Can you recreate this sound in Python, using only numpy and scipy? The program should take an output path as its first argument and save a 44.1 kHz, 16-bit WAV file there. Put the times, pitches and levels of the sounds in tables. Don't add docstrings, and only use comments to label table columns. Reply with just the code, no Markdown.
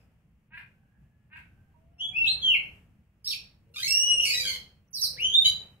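import sys
import numpy as np
from scipy import signal
from scipy.fft import rfft, irfft, next_fast_len
from scipy.io import wavfile
from scipy.ndimage import uniform_filter1d, map_coordinates

SR = 44100
rng = np.random.default_rng(int(sys.argv[2]) if len(sys.argv) > 2 else 0)


def transcribe(signal):
    frames = np.atleast_2d(signal).T
    limited = np.clip(frames, -1, 1)
    pcm = np.round(limited * 32767).astype(np.int16)
    wavfile.write(sys.argv[1], SR, pcm)


def attenuation_scalar(level_db):
    decades = np.asarray(level_db, float) / 20
    return 10 ** decades


N = 255780


def unit(x):
    return x / np.sqrt(np.mean(x ** 2) + 1e-20)


def along(points, hz):
    f, v = np.transpose(points)
    return np.interp(np.log(hz + 1), np.log(f + 1), v)


def wobble(rate_hz, size):
    knots = rng.standard_normal(int(size * rate_hz / SR) + 4)
    return map_coordinates(knots, [np.arange(size) * rate_hz / SR])


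def filtered(x, response):
    m = next_fast_len(x.shape[-1] + 8192)
    return irfft(rfft(x, m) * response(np.fft.rfftfreq(m, 1 / SR)), m)[..., :x.shape[-1]]


def voice(rows, throat, count, breath_db, fade_db=5.0):
    s, *cols = np.transpose(rows)
    t = np.arange(s[0], s[-1], 1 / SR)
    hz, db, overtone_db, rough = (np.interp(t, s, c) for c in cols)
    rough = np.clip(rough, 0, 1)
    phase = 2 * np.pi * np.cumsum(hz * (1 + .03 * rough * wobble(450, len(t)))) / SR
    k = np.arange(1, count + 1)[:, None]
    per_overtone_db = 0.31 * np.minimum(overtone_db, 0) - fade_db
    size_db = overtone_db * (k > 1) + per_overtone_db * np.maximum(k - 2, 0) + along(throat, k * hz)
    sizes = attenuation_scalar(size_db) * (k * hz < .45 * SR)
    tone = np.sum(sizes * np.sin(k * phase), 0) / np.sqrt(np.sum(sizes ** 2, 0) / 2 + 1e-12)
    puffs = rng.standard_normal(len(t)) * (1 + np.cos(phase))
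    air = unit(filtered(puffs, lambda f: attenuation_scalar(along(throat, f))))
    sound = tone * attenuation_scalar(14.0 * rough * wobble(280, len(t))) + attenuation_scalar(breath_db) * rough ** 1.4 * air
    edges = np.clip(np.minimum(t - s[0], s[-1] - t) / 0.0023, 0, 1)
    return s[0], attenuation_scalar(db) * edges * sound


def glide(row, overtone_db, rough, arch=0, edge_db=0, swell_db=0):
    s, length_s, hz, end_hz, db = row
    u = np.linspace(0, 1, num=9)
    pitch_hz = (hz + (end_hz - hz) * u) * (1 + arch * np.sin(np.pi * u))
    level_db = db - edge_db * (2 * u - 1) ** 4 + swell_db * (u - .5)
    return [(s + length_s * a, f, b, overtone_db, rough) for a, f, b in zip(u, pitch_hz, level_db)]


# (time [s], pitch [Hz], level [dB], overtone level [dB])
RISE = [(1.982, 2625, -65, -8), (2.01, 3030, -28.5, -21), (2.024, 3312, -33, -26.5),
        (2.052, 3354, -29.5, -20), (2.1, 3460, -57, -16)]
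FLAT = [(2.13, 2322, -48.5, -41), (2.168, 2623, -23.5, -36), (2.19, 2754, -25, -37),
        (2.26, 2628, -20, -41.5)]
LEAP = [(2.26, 2654, -34, -21), (2.275, 3707, -22.5, -21), (2.291, 4124, -23, -22),
        (2.354, 4190, -34.5, -33.5)]
FALL = [(2.415, 3490, -43.5, -13), (2.436, 3274, -25, -23.5), (2.476, 3132, -19.5, -25.5),
        (2.527, 2742, -20, -43), (2.54, 2717, -20.5, -34.5), (2.554, 2219, -22.5, -50),
        (2.579, 2052, -42, -21)]
LONG = [(3.877, 2654, -27, 0.5), (3.94, 2786, -20.5, 9), (4.047, 2910, -23.5, -1),
        (4.174, 2854, -19.5, -18), (4.198, 2792, -24.5, -16.5), (4.233, 2956, -30.5, -2.5),
        (4.244, 2838, -22.5, -13), (4.27, 2853, -31.5, -12)]
CLIMB = [(5.165, 1503, -61, -25), (5.181, 2071, -42, -17.5), (5.205, 2744, -31, -30),
         (5.247, 3042, -22.5, -10.5), (5.323, 3234, -36.5, -9.5), (5.352, 3632, -13, -26),
         (5.386, 3697, -18, -22), (5.438, 3580, -45, -25)]


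def whistles():
    hold_rough, rough_per_oct_s = 0.018, 0.0036
    notes = []
    for rows in [RISE, FLAT, LEAP, FALL, LONG, CLIMB]:
        s, hz, db, overtone_db = np.transpose(rows)
        slide_oct_s = np.abs(np.gradient(np.log2(hz), s))
        notes.append(np.transpose([s, hz, db, overtone_db, hold_rough + rough_per_oct_s * slide_oct_s]))
    return notes


# (start [s], length [s], top pitch [Hz], level [dB])
CHIPS = [
    (4.93, .062, 6370, -30.5),
    (5.01, 0.05, 6433, -21),
]


def chips():
    rest_hz, sag_lengths = 1990, 1.2
    u = np.linspace(0, 1, num=9)
    swell_db = np.interp(u, [0, 0.28, 1], [-16.5, 0, -6])
    notes = []
    for s, length_s, top_hz, db in CHIPS:
        hz = rest_hz + (top_hz - rest_hz) * np.exp(-u / sag_lengths)
        notes.append(np.transpose([s + length_s * u, hz, db + swell_db, -6 + 0 * u, 0.048 + 0 * u]))
    return notes


# (start [s], length [s], start pitch [Hz], end pitch [Hz], level [dB])
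SCOLD = [
    (3.244, .018, 4650, 5685, -39),
    (3.259, .05, 5650, 5292, -33),
    (3.262, .03, 5230, 3674, -39),
    (3.274, 0.021, 3610, 4560, -36),
    (3.298, 0.04, 4540, 4516, -36.5),
    (3.305, 0.0099, 4440, 3326, -27.5),
    (3.313, .03, 3520, 2199, -38),
    (5.016, .022, 2226, 1192, -56),
]


def scold():
    return [glide(row, overtone_db=-14, rough=0.28) for row in SCOLD]


# (start [s],
# length [s], start pitch [Hz], end pitch [Hz], level [dB])
STEPS = [(3.739, 0.018, 1405, 1360, -49), (3.755, 0.044, 1178, 1285, -40), (3.784, 0.03, 1491, 1634, -35),
         (3.821, 0.018, 1832, 2130, -29.5), (3.843, .033, 2193, 2222, -28), (4.197, .038, 3140, 2960, -36),
         (4.226, .048, 2896, 2336, -31), (4.248, .071, 2586, 2586, -37), (4.251, .075, 2259, 2208, -29),
         (4.3, 0.059, 2493, 2513, -31.5), (4.337, 0.075, 1929, 1982, -30.5),
         (4.392, 0.044, 2404, 2304, -32.5), (4.44, .071, 1655, 1471, -35.5), (4.455, .075, 2280, 2059, -36),
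         (4.5, 0.063, 1051, 1058, -38), (0, .03, 2668, 2343, -75)]


def rasps():
    notes = []
    for row in STEPS:
        octaves = np.log2(row[2] / 2040)
        notes.append(glide(row, -3 - 8.5 * octaves, 0.32 - .1 * octaves, edge_db=5))
    return notes


# (time [s], upper pitch [Hz], lower pitch [Hz], upper level [dB], lower level [dB])
DUET = [(5.442, 3725, 3043, -38, -27), (5.46, 3897, 3059, -17, -8), (5.475, 3992, 3048, -25, -39.5),
        (5.49, 3957, 3077, -39.5, -42)]
MIXES = [
    (1, 0),
    (0, 1),
    (1, 1),
    (0, 2),
    (2, -1),
    (-1, 2),
    (2, 1),
    (3, 0),
]
MIX_DB = [3.5, -5.5, -15, -26, -17.5, -25.5, -25, -24]


def duet():
    notes = []
    for (m, n), mix_db in zip(MIXES, MIX_DB):
        rows = []
        for s, up_hz, low_hz, up_db, low_db in DUET:
            db = (abs(m) * up_db + abs(n) * low_db) / (abs(m) + abs(n)) + mix_db
            rows.append((s, m * up_hz + n * low_hz, db, -50, .06))
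        notes.append(rows)
    return notes


# (frequency [Hz], t60 [s])
PORCH = [(500, 0.25), (2500, 0.31), (4000, 0.32), (5700, 0.31), (7500, 0.26), (12000, 0.22)]


def on_porch(notes, direct_db, wet_db):
    out = np.zeros((2, N + SR))
    for s, x in notes:
        hz, t, z = signal.stft(rng.standard_normal((2, SR // 2)), SR, nperseg=256)
        decay = attenuation_scalar(-60 * t / along(PORCH, hz)[:, None])
        tail = signal.istft(z * decay, SR, nperseg=256)[1]
        tail *= np.clip(np.arange(tail.shape[1]) / SR / 0.0036 - .4, 0, 1)
        tail *= attenuation_scalar(wet_db) / np.linalg.norm(tail[0])
        tail[[0, 1], [4, 0]] += attenuation_scalar(direct_db)
        heard = signal.fftconvolve(x[None], tail, axes=1)
        out[:, round(s * SR):][:, :heard.shape[1]] += heard
    return out[:, :N]


# (frequency [Hz], gain [dB])
BEAK = [(500, -61.5), (950, -20), (1500, -14), (2200, -8), (3500, 4.5), (5500, -1.5), (8000, -5.5),
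        (11000, 0.5), (13500, 1), (16000, -11.5)]


def songbird():
    sung = whistles() + chips() + rasps() + scold()
    notes = [voice(n, BEAK, count=9, breath_db=1.5) for n in sung]
    notes += [voice(n, BEAK, count=1, breath_db=3) for n in duet()]
    return on_porch(notes, direct_db=-2.5, wet_db=-3)


# (start [s], length [s], pulse rate [Hz], level [dB])
CLUCKS = [
    (0.504, .125, 325.6, -48),
    (1.299, .12, 311.9, -49),
]
# (frequency [Hz], gain [dB])
HEN = [(500, -67), (800, -20.5), (970, -17.5), (1300, -25), (1640, -1), (1960, -7.5), (2290, -5), (2620, 0),
       (3100, -16.5), (4250, -24), (6000, -36), (12000, -28), (16000, -43)]


def hen():
    rough, end_rough = 0.17, .75
    notes = []
    for s, length_s, hz, db in CLUCKS:
        slack_hz, edge_db = hz * (1 - 0.079), db - 20
        rows = [(s, slack_hz, edge_db, -9, rough),
                (s + 0.26 * length_s, hz, db + 0.5, -1.8, rough),
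                (s + (0.57 - .14) * length_s, hz, db, -1.2, rough),
                (s + 0.57 * length_s, hz * 1.1, db, -1.6, end_rough),
                (s + 0.99 * length_s, slack_hz, edge_db, -9, end_rough)]
        notes.append(voice(rows, HEN, count=30, breath_db=2.5, fade_db=1))
    return notes


# (start [s], length [s], start pitch [Hz], end pitch [Hz], level [dB])
CROW = [
    (.72, .26, 1504, 1673, -84.5),
    (.95, 0.37, 1690, 1710, -87.5),
    (1.447, 0.26, 1495, 1602, -81),
    (3.895, 0.19, 1683, 1903, -63),
]
YELP = [
    (1.74, 0.066, 944, 940, -74.5),
]
CROW_END = [
    (1.76, .5, 629, 793, -69),
    (2.26, .09, 774.5, 760, -62.5),
]
COOS = [
    (3.66, 0.17, 448, 498, -70.5),
    (3.95, 0.64, 476.5, 490, -61.5),
    (4.96, 0.44, 553.3, 400, -64.5),
]


def far_callers():
    rough, fade_db = .45, 3.5
    calls = [glide((s, n, a / 2, b / 2, db), 5.1, rough, edge_db=fade_db) for s, n, a, b, db in CROW]
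    calls.append(glide(CROW_END[0], -19.5, rough / 3, swell_db=15.5))
    calls.append(glide(CROW_END[1], -20, .3))
    calls.append(glide(YELP[0], -20, rough / 2, swell_db=-13.5))
    calls += [glide(c, -17.5, 0.34, arch=0.055, edge_db=fade_db) for c in COOS]
    flat_throat = [(300, 0), (4000, 0)]
    return [voice(c, flat_throat, count=2, breath_db=-35) for c in calls]


def farmyard():
    return on_porch(hen() + far_callers(), direct_db=-5, wet_db=-2)


# (frequency [Hz], left minus right [dB])
PORTS = [(60, -5), (110, -2.5), (200, -5.5), (380, 2), (700, 1.5), (1290, -6.5), (2380, 3), (4400, -3),
         (8120, -10), (15000, -7.5)]


def through_ports(near):
    return filtered(near, lambda hz: attenuation_scalar(along(PORTS, hz) * np.array([[.5], [-.5]])))


# (frequency [Hz], correlation [-])
ALIKE = [(60, .99), (130, 1), (290, .8), (640, 1), (1410, 0.18), (3100, 0.13), (15000, .1)]


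def rush(spectrum):
    def response(hz):
        angle = np.arccos(np.clip(along(ALIKE, hz), -1, 1)) / 2
        return attenuation_scalar(along(spectrum, hz)) * [np.cos(angle), np.sin(angle)]

    mid, side = filtered(rng.standard_normal((2, N)), response)
    return unit(np.array([mid + side, mid - side]))


# (time [s], level [dB])
TRAFFIC = [(0, -62.5), (.45, -64.5), (.97, -64), (1.03, -58), (1.14, -64.5), (1.5, -60.5), (1.901, -60),
           (3.099, -63.5), (3.7, -64), (4.301, -65.5), (4.86, -66.5), (5.1, -62.5), (5.8, -64)]
# (frequency [Hz], density [dB per Hz])
RUMBLE = [(12, -42), (20, -2), (27, -27), (54, -1), (70, 0), (156, -4), (213, -8), (254, -16.5), (320, -19),
          (420, -45.5), (700, -120)]
# (frequency [Hz], density [dB per Hz])
AIR = [(150, -44), (250, -10.5), (406, -4.5), (499, -5.5), (838, -9), (979, -11.5), (1670, -11),
       (1960, -12), (2720, -11.5), (3770, -26), (15600, -26.5)]


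def background(near):
    quiet_db, gate_s = -66.5, 0.14
    power = np.abs(uniform_filter1d(np.mean(near ** 2, 0), size=2000))
    level_db = 10 * np.log10(power + attenuation_scalar(2 * quiet_db)) - quiet_db
    keep = np.exp(-1 / (gate_s * SR))
    open_db = signal.lfilter([1 - keep], [1, -keep], level_db, zi=[18])[0]
    traffic_db = np.interp(np.arange(N) / SR, *np.transpose(TRAFFIC))
    rumble_db = traffic_db + 0.24 * open_db + 1.7 * wobble(11.0, N)
    air_db = -79.5 + 0.63 * (traffic_db - traffic_db.mean()) + 0.51 * open_db + 0.52 * wobble(24, N)
    return attenuation_scalar(rumble_db) * rush(RUMBLE) + attenuation_scalar(air_db) * rush(AIR)


def scene():
    near = songbird() + farmyard()
    return through_ports(near) + background(near)


FRAME_S = 2048 / 48000


def blocks(power, edges, axis):
    sizes = np.diff(np.r_[edges, power.shape[axis]])
    other_axes = [i for i in range(power.ndim) if i != axis]
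    means = np.add.reduceat(power, edges, axis) / np.expand_dims(sizes, other_axes)
    return np.repeat(means, sizes, axis) + 1e-20


def thrifty_core(x, grain_db, hole_db):
    size = 2 * round(FRAME_S * SR)
    hz, _, z = signal.stft(x, SR, "cosine", size)
    band = blocks(np.abs(z) ** 2, np.arange(0, len(hz), 20), axis=1)
    grain = np.sqrt(band * size) * signal.stft(rng.standard_normal(x.shape), SR, "cosine", size)[2]
    loudest = band[:, hz > 1000].max(1, keepdims=True)
    kept = (band > attenuation_scalar(2 * hole_db) * loudest) | (hz < 2900)[:, None]
    both = np.array([np.where(kept, 1, attenuation_scalar(-11.5)) * z, kept * grain])
    sound, grain = signal.istft(both, SR, "cosine", size)[1][..., :N]
    slope = np.diff(x, prepend=0) ** 2
    fast = np.abs(uniform_filter1d(slope, size=400)) + 1e-16
    slow = np.abs(uniform_filter1d(slope, size=size)) + 1e-16
    return sound + attenuation_scalar(grain_db) * grain * np.sqrt(np.minimum(fast / slow, 1))


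# (start [s], end [s], level [dB])
STAND_INS = [
    (2.289, 2.341, -46.5),
    (3.324, 3.339, -56.5),
    (3.941, 4.186, -39.5),
    (3.96, 4.265, -48),
    (4.25, 4.294, -36.5),
    (5.465, 5.496, -44.5),
]
STAND_IN_HZ = 375 * np.array([22.5, 17.5, 22.5, 24.5, 24.5, 24.5])


def stand_ins():
    t = np.arange(N) / SR
    out = np.zeros((2, N))
    for (start, end, db), hz in zip(STAND_INS, STAND_IN_HZ):
        level_db = db + 3.7 * wobble(40, N) - 380 * np.clip(t - end, 0, 1)
        swell = attenuation_scalar(level_db) * np.clip((t - start) / 0.0042, 0, 1)
        out += swell * np.sin(2 * np.pi * hz * t) * attenuation_scalar([[-8], [0]])
    return out


def rebuilt_top(core, true, most_db, hiss_db):
    split_hz, join_hz, shift_hz = 8250, 6750, 3750
    grid = dict(nperseg=588, noverlap=441)
    hz, t, low = signal.stft(core, SR, **grid)
    z = signal.stft(true, SR, **grid)[2]
    step = round(shift_hz / hz[1])
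    turn = np.exp(2j * np.pi * step * np.arange(len(t)) / 4)
    patch = np.clip((hz - join_hz) // shift_hz + 1, 1, 3)[:, None]
    copy = sum((patch == k) * np.roll(low, k * step, 1) * turn ** k for k in (1, 2, 3))
    bands = np.r_[0, 110:140:5, 140:len(hz):10]
    frames = np.flatnonzero(np.diff(t // FRAME_S, prepend=-1))

    def tile(v):
        return blocks(blocks(np.abs(v) ** 2, bands, axis=1), frames, axis=2)

    fine = uniform_filter1d(uniform_filter1d(np.abs(copy) ** 2, size=3, axis=1), size=5, axis=2)
    copy = copy * (tile(copy) / (np.abs(fine) + 1e-20)) ** 0.15
    hiss = signal.stft(rng.standard_normal(core.shape), SR, **grid)[2]
    copy = copy * np.minimum(np.sqrt(tile(z) / tile(copy)), attenuation_scalar(most_db))
    copy = copy + attenuation_scalar(hiss_db) * hiss * np.sqrt(tile(z) / tile(hiss))
    joined = np.where((hz < split_hz)[:, None], low, copy)
    return signal.istft(joined, SR, **grid)[1][:, :N] + stand_ins()


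def top_cut(x):
    return signal.sosfilt(signal.butter(12, 15710, fs=SR, output="sos"), x)


def record(dry):
    core = thrifty_core(dry, grain_db=-17, hole_db=-39)
    full = rebuilt_top(core, dry, most_db=1.5, hiss_db=-23.0)
    mix = filtered(full, lambda hz: hz < 15700)
    return top_cut(mix)


dry = scene()
out = record(dry)
transcribe(out)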